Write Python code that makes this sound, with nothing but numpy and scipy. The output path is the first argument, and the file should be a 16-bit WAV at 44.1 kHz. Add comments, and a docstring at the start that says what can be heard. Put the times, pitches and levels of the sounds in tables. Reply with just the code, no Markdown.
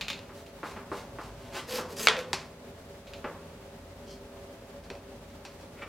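"""Over a faint ventilation hum, a clamp lever clicks: a spindle moulder's fence is being set.
The frame knocks, sleeves brush and someone steps round the machine. A pine board is dragged over the
cast-iron table and slaps down; the metal fence is nudged and its clamp screw turned. Impacts excite
damped modes, stick-slip friction drives resonances, and the small workshop's walls answer every blow."""
import sys
import numpy as np
from scipy import signal
from scipy.fft import rfft, irfft
from scipy.io import wavfile

SR = 44100
rng = np.random.default_rng(int(sys.argv[2]) if len(sys.argv) > 2 else 0)


def store_wav(level_fs):
    """Save 16-bit WAV to argv[1]."""
    pcm = np.round(np.clip(np.atleast_2d(level_fs), -1, 1) * 32767)
    wavfile.write(sys.argv[1], SR, pcm.T.astype(np.int16))


N = 259308
RING = 32768  # samples allowed for a blow to die away


def undb(db):
    """Amplitude ratio of a level in decibels."""
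    return 10 ** (np.asarray(db) / 20)


def unit(x):
    """Normalisation to rms 1."""
    return x / np.sqrt(np.mean(x ** 2))


def freqs(size):
    """Fourier bin frequencies, floored at 1 Hz."""
    return np.maximum(np.arange(size // 2 + 1) * SR / size, 1)


def curve_at(points, hz):
    """Interpolation of (frequency_hz, value) points on a logarithmic frequency axis."""
    f, value = np.transpose(points)
    return np.interp(np.log(hz), np.log(f), value)


def colour(x, spectrum):
    """Zero-phase filtering by (frequency_hz, gain_db) points."""
    return irfft(rfft(x) * undb(curve_at(spectrum, freqs(len(x)))), len(x))


def resonate(x, hz, width_hz):
    """Forced resonance: two second-order band-passes in cascade, scaled to rms 1."""
    f = freqs(len(x))
    return unit(irfft(rfft(x) / (1 + 1j * (f / hz - hz / f) * hz / width_hz) ** 2, len(x)))


def add(track, start_s, x):
    """Superposition of x on the track."""
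    i = max(int(start_s * SR), 0)
    track[i:i + len(x)] += x[:N - i]


def spread(mid, side, width):
    """Diffuse-field coherence: at two close points the bass is alike and the treble differs."""
    return mid + np.array([[1], [-1]]) * colour(side, width)


# Reverberation time: frequency_hz, t60_s
ROOM_DECAY = [(100, 0.52), (500, 0.87), (2000, .34), (6000, 0.37), (14000, 0.17)]
# Stereo width of echoes: frequency_hz, side_minus_mid_db
ECHO_WIDTH = [(60, -31.5), (200, -45), (400, -41), (1200, -36), (2400, -18.5), (4400, -14), (8000, -4),
              (15000, 0)]

def room(x, side_db=0, early_db=4, early_s=0.0094, gap_s=0.0038):
    """Reverberation: early reflections from table and machine, then exponential decay between walls."""
    t, f = np.arange(RING) / SR, freqs(RING)
    centres_hz = np.geomspace(60, SR / 3, num=8)
    noise, tail = rfft(rng.standard_normal((2, RING))), 0
    for hz, share in zip(centres_hz, np.eye(len(centres_hz))):
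        band = irfft(noise * np.interp(np.log(f), np.log(centres_hz), share))
        tail = tail + band * np.exp(-np.log(1000) * t / curve_at(ROOM_DECAY, hz))
    early_boost = 1 + undb(early_db) * np.exp(-t / early_s)
    onset = np.clip(t / gap_s, 0, 1) ** 2
    mid, side = unit(tail * early_boost * onset) / np.sqrt(RING)
    response = spread(mid, undb(side_db) * side, ECHO_WIDTH)
    return signal.fftconvolve(x[None], response, axes=1)[:, :N]


def crack(magnitude):
    """Minimum phase: the shortest causal pulse with this spectrum, peak 1."""
    cepstrum = irfft(np.log(magnitude))
    cepstrum[1:RING // 2] *= 2
    cepstrum[RING // 2 + 1:] = 0
    pulse = irfft(np.exp(rfft(cepstrum)))
    return pulse / np.abs(pulse).max()


def bending(size, bend_s):
    """Dispersion: bending waves carry treble faster than bass; 1 kHz arrives after bend_s."""
    return np.exp(-4j * np.pi * bend_s * np.sqrt(1000 * freqs(size)))


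def blows(hits, spectrum, modes, bend_s, chatter_db, chatter_s, side_db):
    """Impact excitation: a crack, brief chatter and damped modes; softer contact cuts the treble."""
    t, f = np.arange(RING) / SR, freqs(RING)
    direct, side, to_room = np.zeros((3, N))
    ring = rfft(sum(undb(db) * np.sin(2 * np.pi * hz * t) * np.exp(-np.log(1000) * t / t60)
                    for hz, db, t60 in modes))
    bend = bending(RING, bend_s)
    for start_s, level_db, cutoff_hz, ring_db, room_db in hits:
        contact = 1 / (1 + 1j * np.sqrt(2) * f / cutoff_hz - (f / cutoff_hz) ** 2)
        pulse = undb(level_db) * bend * rfft(crack(undb(curve_at(spectrum, f)) * np.abs(contact)))
        burst = unit(rng.standard_normal((2, RING)) * t * np.exp(-t / chatter_s))
        chatter = rfft(burst) * undb(chatter_db) / np.sqrt(RING)
        ringing = undb(level_db + ring_db) * ring * contact * bend
        add(direct, start_s, irfft(pulse * (1 + chatter[0]) + ringing))
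        add(side, start_s, irfft(pulse * chatter[1]))
        add(to_room, start_s, undb(room_db) * irfft(pulse))
    return spread(direct, undb(side_db) * side, ECHO_WIDTH) + room(to_room, side_db)


def slips(per_s, scatter_db=3):
    """Shot noise: tiny slips of uneven size at random instants."""
    occurs = rng.random(N) < per_s / SR
    return unit(occurs * rng.standard_normal(N) * undb(scatter_db * rng.standard_normal(N)))


def rubs(swells, bands, room_db):
    """Friction noise: random slips excite resonant bands under Gaussian envelopes."""
    t, sound = (np.arange(RING) - RING // 2) / SR, np.zeros(N)
    for peak_s, half_length_s, level_db, hz in swells:
        grains = slips(per_s=4000)[:RING]
        rub = sum(undb(db) * resonate(grains, ratio * hz, width * ratio * hz)
                  for ratio, width, db in bands)
        add(sound, peak_s + t[0], undb(level_db) * unit(rub) * np.exp(-(t / half_length_s) ** 2))
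    return (sound + undb(room_db) * room(sound, side_db=3.5)) / np.hypot(1, undb(room_db))


# Air noise: frequency_hz, gain_db
AIR_SPECTRUM = [(15, -47), (25, -17), (43, -6.5), (91, 1), (123, -2.5), (148, -4), (248, 0.5), (342, -8),
                (392, -3), (449, -4.5), (557, -4.5), (769, -10.5), (881, -8), (955, -12.5), (15800, -36)]
# Its stereo width: frequency_hz, side_minus_mid_db
AIR_SPREAD = [(60, -44), (110, -49), (200, -26), (380, -13.5), (700, -6.5), (1300, -6), (2400, -2),
              (4400, 0.5), (15000, -0.5)]
# Hum lines: pitch_hz, width_hz, level_db
HUM_LINES = [(52.9, 3.7, -59.5), (85.8, 11, -60), (163.7, 2.04, -60.5), (245.4, 9, -62), (394.5, 4.1, -59),
             (565.6, 20, -55.5), (671, 4.8, -63)]

def ventilation(air_db=-49.28, drift_db=1.0):
    """Broadband air noise and wavering narrowband hum, under slight amplitude modulation."""
    mid, side = (undb(air_db) * unit(colour(rng.standard_normal(N), AIR_SPECTRUM)) for _ in range(2))
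    hum = sum(undb(db) * resonate(rng.standard_normal(N), hz, width) for hz, width, db in HUM_LINES)
    drift = undb(drift_db * resonate(rng.standard_normal(N), hz=2.1, width_hz=12.4))
    return spread(mid + hum, side, AIR_SPREAD) * drift


# Lever snaps: start_s, level_db, cutoff_hz, ring_db, room_db
LEVER_SNAPS = [(.0102, -20, 5800, -11, 6), (.0824, -18, 6470, -11, 2), (.1011, -18, 6530, -12, 3),
               (.1302, -27, 6000, -5, 0), (.191, -32.5, 7100, -19, -14), (.464, -39.5, 9000, -22, 4),
               (3.070, -40, 7000, -22, 8.5), (3.135, -30, 6000, -26, 3)]
# Their crack: frequency_hz, gain_db
LEVER_SPECTRUM = [(100, -21), (700, -15), (1200, -9.5), (1900, -11), (2500, 0), (3300, -5.5), (4200, -3),
                  (5000, -9.5), (5900, -15), (6800, -11.5), (8200, -20), (16000, -14.5)]
# Lever modes: pitch_hz, level_db, t60_s
LEVER_RING = [(2520, -18, .04), (2800, -23, 0.066), (3130, -20, 0.049), (3660, -7.5, 0.067),
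              (4400, -15, 0.024)]

def lever_clicks():
    """Hard, brief contact excites the clamp lever's high, quickly damped modes."""
    return blows(LEVER_SNAPS, LEVER_SPECTRUM, LEVER_RING,
                 bend_s=0.001187, chatter_db=-0.5, chatter_s=0.00093, side_db=0.5)


# Knocks on the frame: start_s, level_db, cutoff_hz, ring_db, room_db
FRAME_HITS = [(.2925, -39.5, 2200, -22, 9), (.763, -32, 2780, -22, 9.5), (1.7835, -26.5, 1540, -32, 9.5),
              (1.805, -31, 1380, -34, -9), (3.2432, -25, 2400, -13, -7), (3.2467, -21, 2330, -17.5, 3),
              (4.902, -42.5, 600, 2.5, 8), (5.8215, -30, 1500, -18, 2)]
# A dull blow, also used for heels: frequency_hz, gain_db
THUD_SPECTRUM = [(60, -14.5), (200, 2.5), (450, 4), (720, 2.5), (1100, 9), (1500, 5), (2050, 2), (2600, -1),
                 (4000, -8), (16000, -20)]
# Its modes: pitch_hz, level_db, t60_s
THUD_RING = [(197, -19, 0.083), (273, -18, 0.18), (397, 0.5, 0.23), (482, -1.5, 0.32), (612, -4, 0.15)]

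def frame_knocks():
    """Soft contact acts as a low-pass, so the machine's frame answers dully in its low modes."""
    return blows(FRAME_HITS, THUD_SPECTRUM, THUD_RING,
                 bend_s=0.00049, chatter_db=-14, chatter_s=0.0026, side_db=5)


# Sleeve and palm strokes: peak_s, half_length_s, level_db, upper_band_hz
SLEEVE_STROKES = [(0.38, 0.043, -56.5, 5600), (1.45, 0.1, -55, 2830), (1.57, 0.038, -37.5, 2670),
                  (5.302, 0.026, -59.5, 2820)]
# Hiss of cloth, skin and soles: frequency_ratio, relative_width, gain_db
HISS_BANDS = [(1, 1.7, 6.5), (0.29, 3.2, 16)]

def sleeve_brushes():
    """Sliding friction of cloth and skin gives soft swells of broadband hiss."""
    return rubs(SLEEVE_STROKES, HISS_BANDS, room_db=-0.5)


# Heel strikes: start_s, level_db, cutoff_hz, ring_db, room_db
HEEL_HITS = [(.6312, -22.5, 1720, -36, 4.5), (.9168, -22, 1080, -14, 4), (1.1867, -26.5, 1510, -34, 5.5)]

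def footsteps(scuff_lag_s=0.052, scuff_half_s=0.052, scuff_db=-25.5, scuff_hz=3440,
              rumble_peak_s=1.36, rumble_half_s=0.36, rumble_db=-54.5):
    """Impact, then friction: each heel knocks and its sole scuffs, while a low rumble swells and fades."""
    heels = blows(HEEL_HITS, THUD_SPECTRUM, THUD_RING,
                  bend_s=0.00047, chatter_db=-7.5, chatter_s=0.0015, side_db=7)
    scuffs = [(s + scuff_lag_s, scuff_half_s, db + scuff_db, scuff_hz) for s, db, *_ in HEEL_HITS]
    soles = rubs(scuffs, HISS_BANDS, room_db=-1.0)
    swell = np.exp(-((np.arange(N) / SR - rumble_peak_s) / rumble_half_s) ** 2)
    rumble = resonate(rng.standard_normal(N), hz=116, width_hz=50)
    return heels + soles + undb(rumble_db) * swell * rumble


# Hiss of wood on iron: frequency_hz, gain_db
FRICTION_SPECTRUM = [(100, -16), (230, -4), (480, -16), (700, -7.5), (1200, -6.5), (2200, -7), (3200, -6),
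                     (5000, -8), (6500, -11), (9000, -18.5), (12500, -13), (15500, -24.5)]
# Resonances of the board's body: centre_hz, width_hz, gain_db
GROAN_BANDS = [(226, 53, -13.5), (297, 84, -29), (1026, 140, -18), (3000, 2900, -33), (4740, 1500, -22.5)]
# Resonances of its edge: centre_hz, width_hz, gain_db
SQUEAK_BANDS = [(5060, 900, -11), (6570, 530, 2), (7700, 2500, 1), (10000, 4500, -0.5), (12700, 5600, -5.5)]
# Short pulls: start_s, length_s, friction_db, judder_db, judder_hz, squeak_db, squeak_pitch_ratio
BOARD_SLIDES = [(1.668, 0.16, -36, -39.5, 508.8, -58, 0.8), (1.883, 0.07, -49, -47.5, 435, -59, 1),
                (1.957, 0.059, -41.5, -45, 411, -43.5, 0.75), (1.992, 0.094, -36.5, -41, 433, -40, 0.98),
                (2.156, 0.07, -50, -36.5, 513, -68, 0.68)]

def board_drag(room_db=-4, grip_db=2, wobble=0.063, bend_s=0.0055, friction_power=0.9, judder_power=1.2):
    """Stick-slip: wood grain catches on iron; hiss, judder and squeak grow as powers of sliding speed."""
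    t, sound = np.arange(N) / SR, np.zeros(N)
    grip = undb(grip_db * resonate(rng.standard_normal(N), hz=91, width_hz=160))  # bites and lets go
    catches = irfft(rfft(grip * slips(per_s=7000)) * bending(N, bend_s), N)  # smeared along the board
    groan = sum(undb(db) * resonate(catches, hz, width) for hz, width, db in GROAN_BANDS)
    friction = unit(colour(catches, FRICTION_SPECTRUM)) + groan
    unsteady_s = np.cumsum(1 + wobble * resonate(rng.standard_normal(N), hz=46, width_hz=120)) / SR
    for start_s, length_s, friction_db, judder_db, judder_hz, squeak_db, ratio in BOARD_SLIDES:
        now = (t >= start_s) & (t < start_s + length_s)
        speed = np.abs(np.sin(np.pi * (t[now] - start_s) / length_s))
        judder = unit(grip[now] * np.sin(2 * np.pi * judder_hz * unsteady_s[now]))
        squeak = unit(sum(undb(db) * resonate(catches[now], ratio * hz, width)
                          for hz, width, db in SQUEAK_BANDS))
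        scrape = undb(friction_db) * friction[now] + undb(squeak_db) * squeak
        sound[now] += speed ** friction_power * scrape
        sound[now] += speed ** judder_power * undb(judder_db) * judder
    return (sound + undb(room_db) * room(sound)) / np.hypot(1, undb(room_db))


# One edge lands, then the other, and the board settles: start_s, level_db, cutoff_hz, ring_db, room_db
BOARD_LANDINGS = [(2.0714, 2, 3300, -22, -5.5), (2.0852, -1, 5000, -27.5, -2.5),
                  (2.1673, -24, 5000, -24, -2), (2.1905, -22, 8220, -35, 1)]
# The board's crack: frequency_hz, gain_db
BOARD_SPECTRUM = [(60, -56), (250, -24.5), (450, -4.5), (800, -10), (1300, -3), (2250, -3), (3400, -1),
                  (4500, -5), (7000, -9.5), (10000, -14), (16000, -35)]
# Modes of board and table: pitch_hz, level_db, t60_s
BOARD_RING = [(225, -28, 0.89), (440, -9, 0.22), (537, -35, 0.34), (1010, -11, 0.23), (1348, -9.5, 0.4),
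              (1523, -17, 0.31), (1817, -22.5, 0.39), (1890, -15, 0.27), (2288, 6, 0.093),
              (2680, -39, 0.16), (2800, -26, 0.17), (3960, -7, 0.15)]

def board_slap():
    """The impact of pine on cast iron sets board and table into free vibration."""
    return blows(BOARD_LANDINGS, BOARD_SPECTRUM, BOARD_RING,
                 bend_s=0.00041, chatter_db=-1.5, chatter_s=0.0004, side_db=0.5)


# Taps on the fence: start_s, level_db, cutoff_hz, ring_db, room_db
FENCE_NUDGES = [(2.3309, -8.5, 6700, -21, 0.5), (4.838, -43.5, 6950, -22, 10),
                (4.9015, -26, 3720, -16.5, 0), (4.951, -39, 3000, -8, 0), (5.451, -28.5, 5500, -14, 4.5),
                (5.611, -40.5, 9000, -22, 5)]
# Their crack: frequency_hz, gain_db
FENCE_SPECTRUM = [(60, -34), (150, -18), (500, -5), (1050, 3.5), (1500, -1.5), (2300, 1.5), (3500, -1.5),
                  (4600, 2), (6500, -4.5), (10000, -6.5), (16000, -17)]
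# Fence modes: pitch_hz, level_db, t60_s
FENCE_RING = [(150, -16.5, 0.63), (382, -7, 0.21), (790, 0.5, 0.07), (1640, -26, 0.14), (2584, -11, 0.2),
              (4260, -22, 0.12), (5690, -6, 0.12)]

def fence_taps():
    """Each nudge excites the inharmonic modes of the metal fence."""
    return blows(FENCE_NUDGES, FENCE_SPECTRUM, FENCE_RING,
                 bend_s=0.000826, chatter_db=0.5, chatter_s=0.00078, side_db=-2)


# Turns of the clamp screw: peak_s, half_length_s, level_db, pitch_hz
SCREW_TURNS = [(4.109, 0.036, -52, 4800), (5.785, 0.018, -52, 2090), (5.827, 0.013, -39.5, 2070)]
# Its resonances: frequency_ratio, relative_width, gain_db
SCREW_BANDS = [(1, 0.48, 4), (0.69, 0.23, -1.5)]

def screw_rasps():
    """Thread friction drives two resonances of the turning screw."""
    return rubs(SCREW_TURNS, SCREW_BANDS, room_db=-3.0)


def scene():
    """Superposition of all the workshop's sources, in stereo."""
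    return (ventilation() + lever_clicks() + frame_knocks() + sleeve_brushes() + footsteps()
            + board_drag() + board_slap() + fence_taps() + screw_rasps())


def record(dry, top_hz=15900):
    """Hard clipping at full scale, then band limiting by an elliptic low-pass."""
    lowpass = signal.ellip(8, .05, 50, top_hz, fs=SR, output="sos")
    return signal.sosfiltfilt(lowpass, np.clip(dry, -1, 1))


dry = scene()
out = record(dry)
store_wav(out)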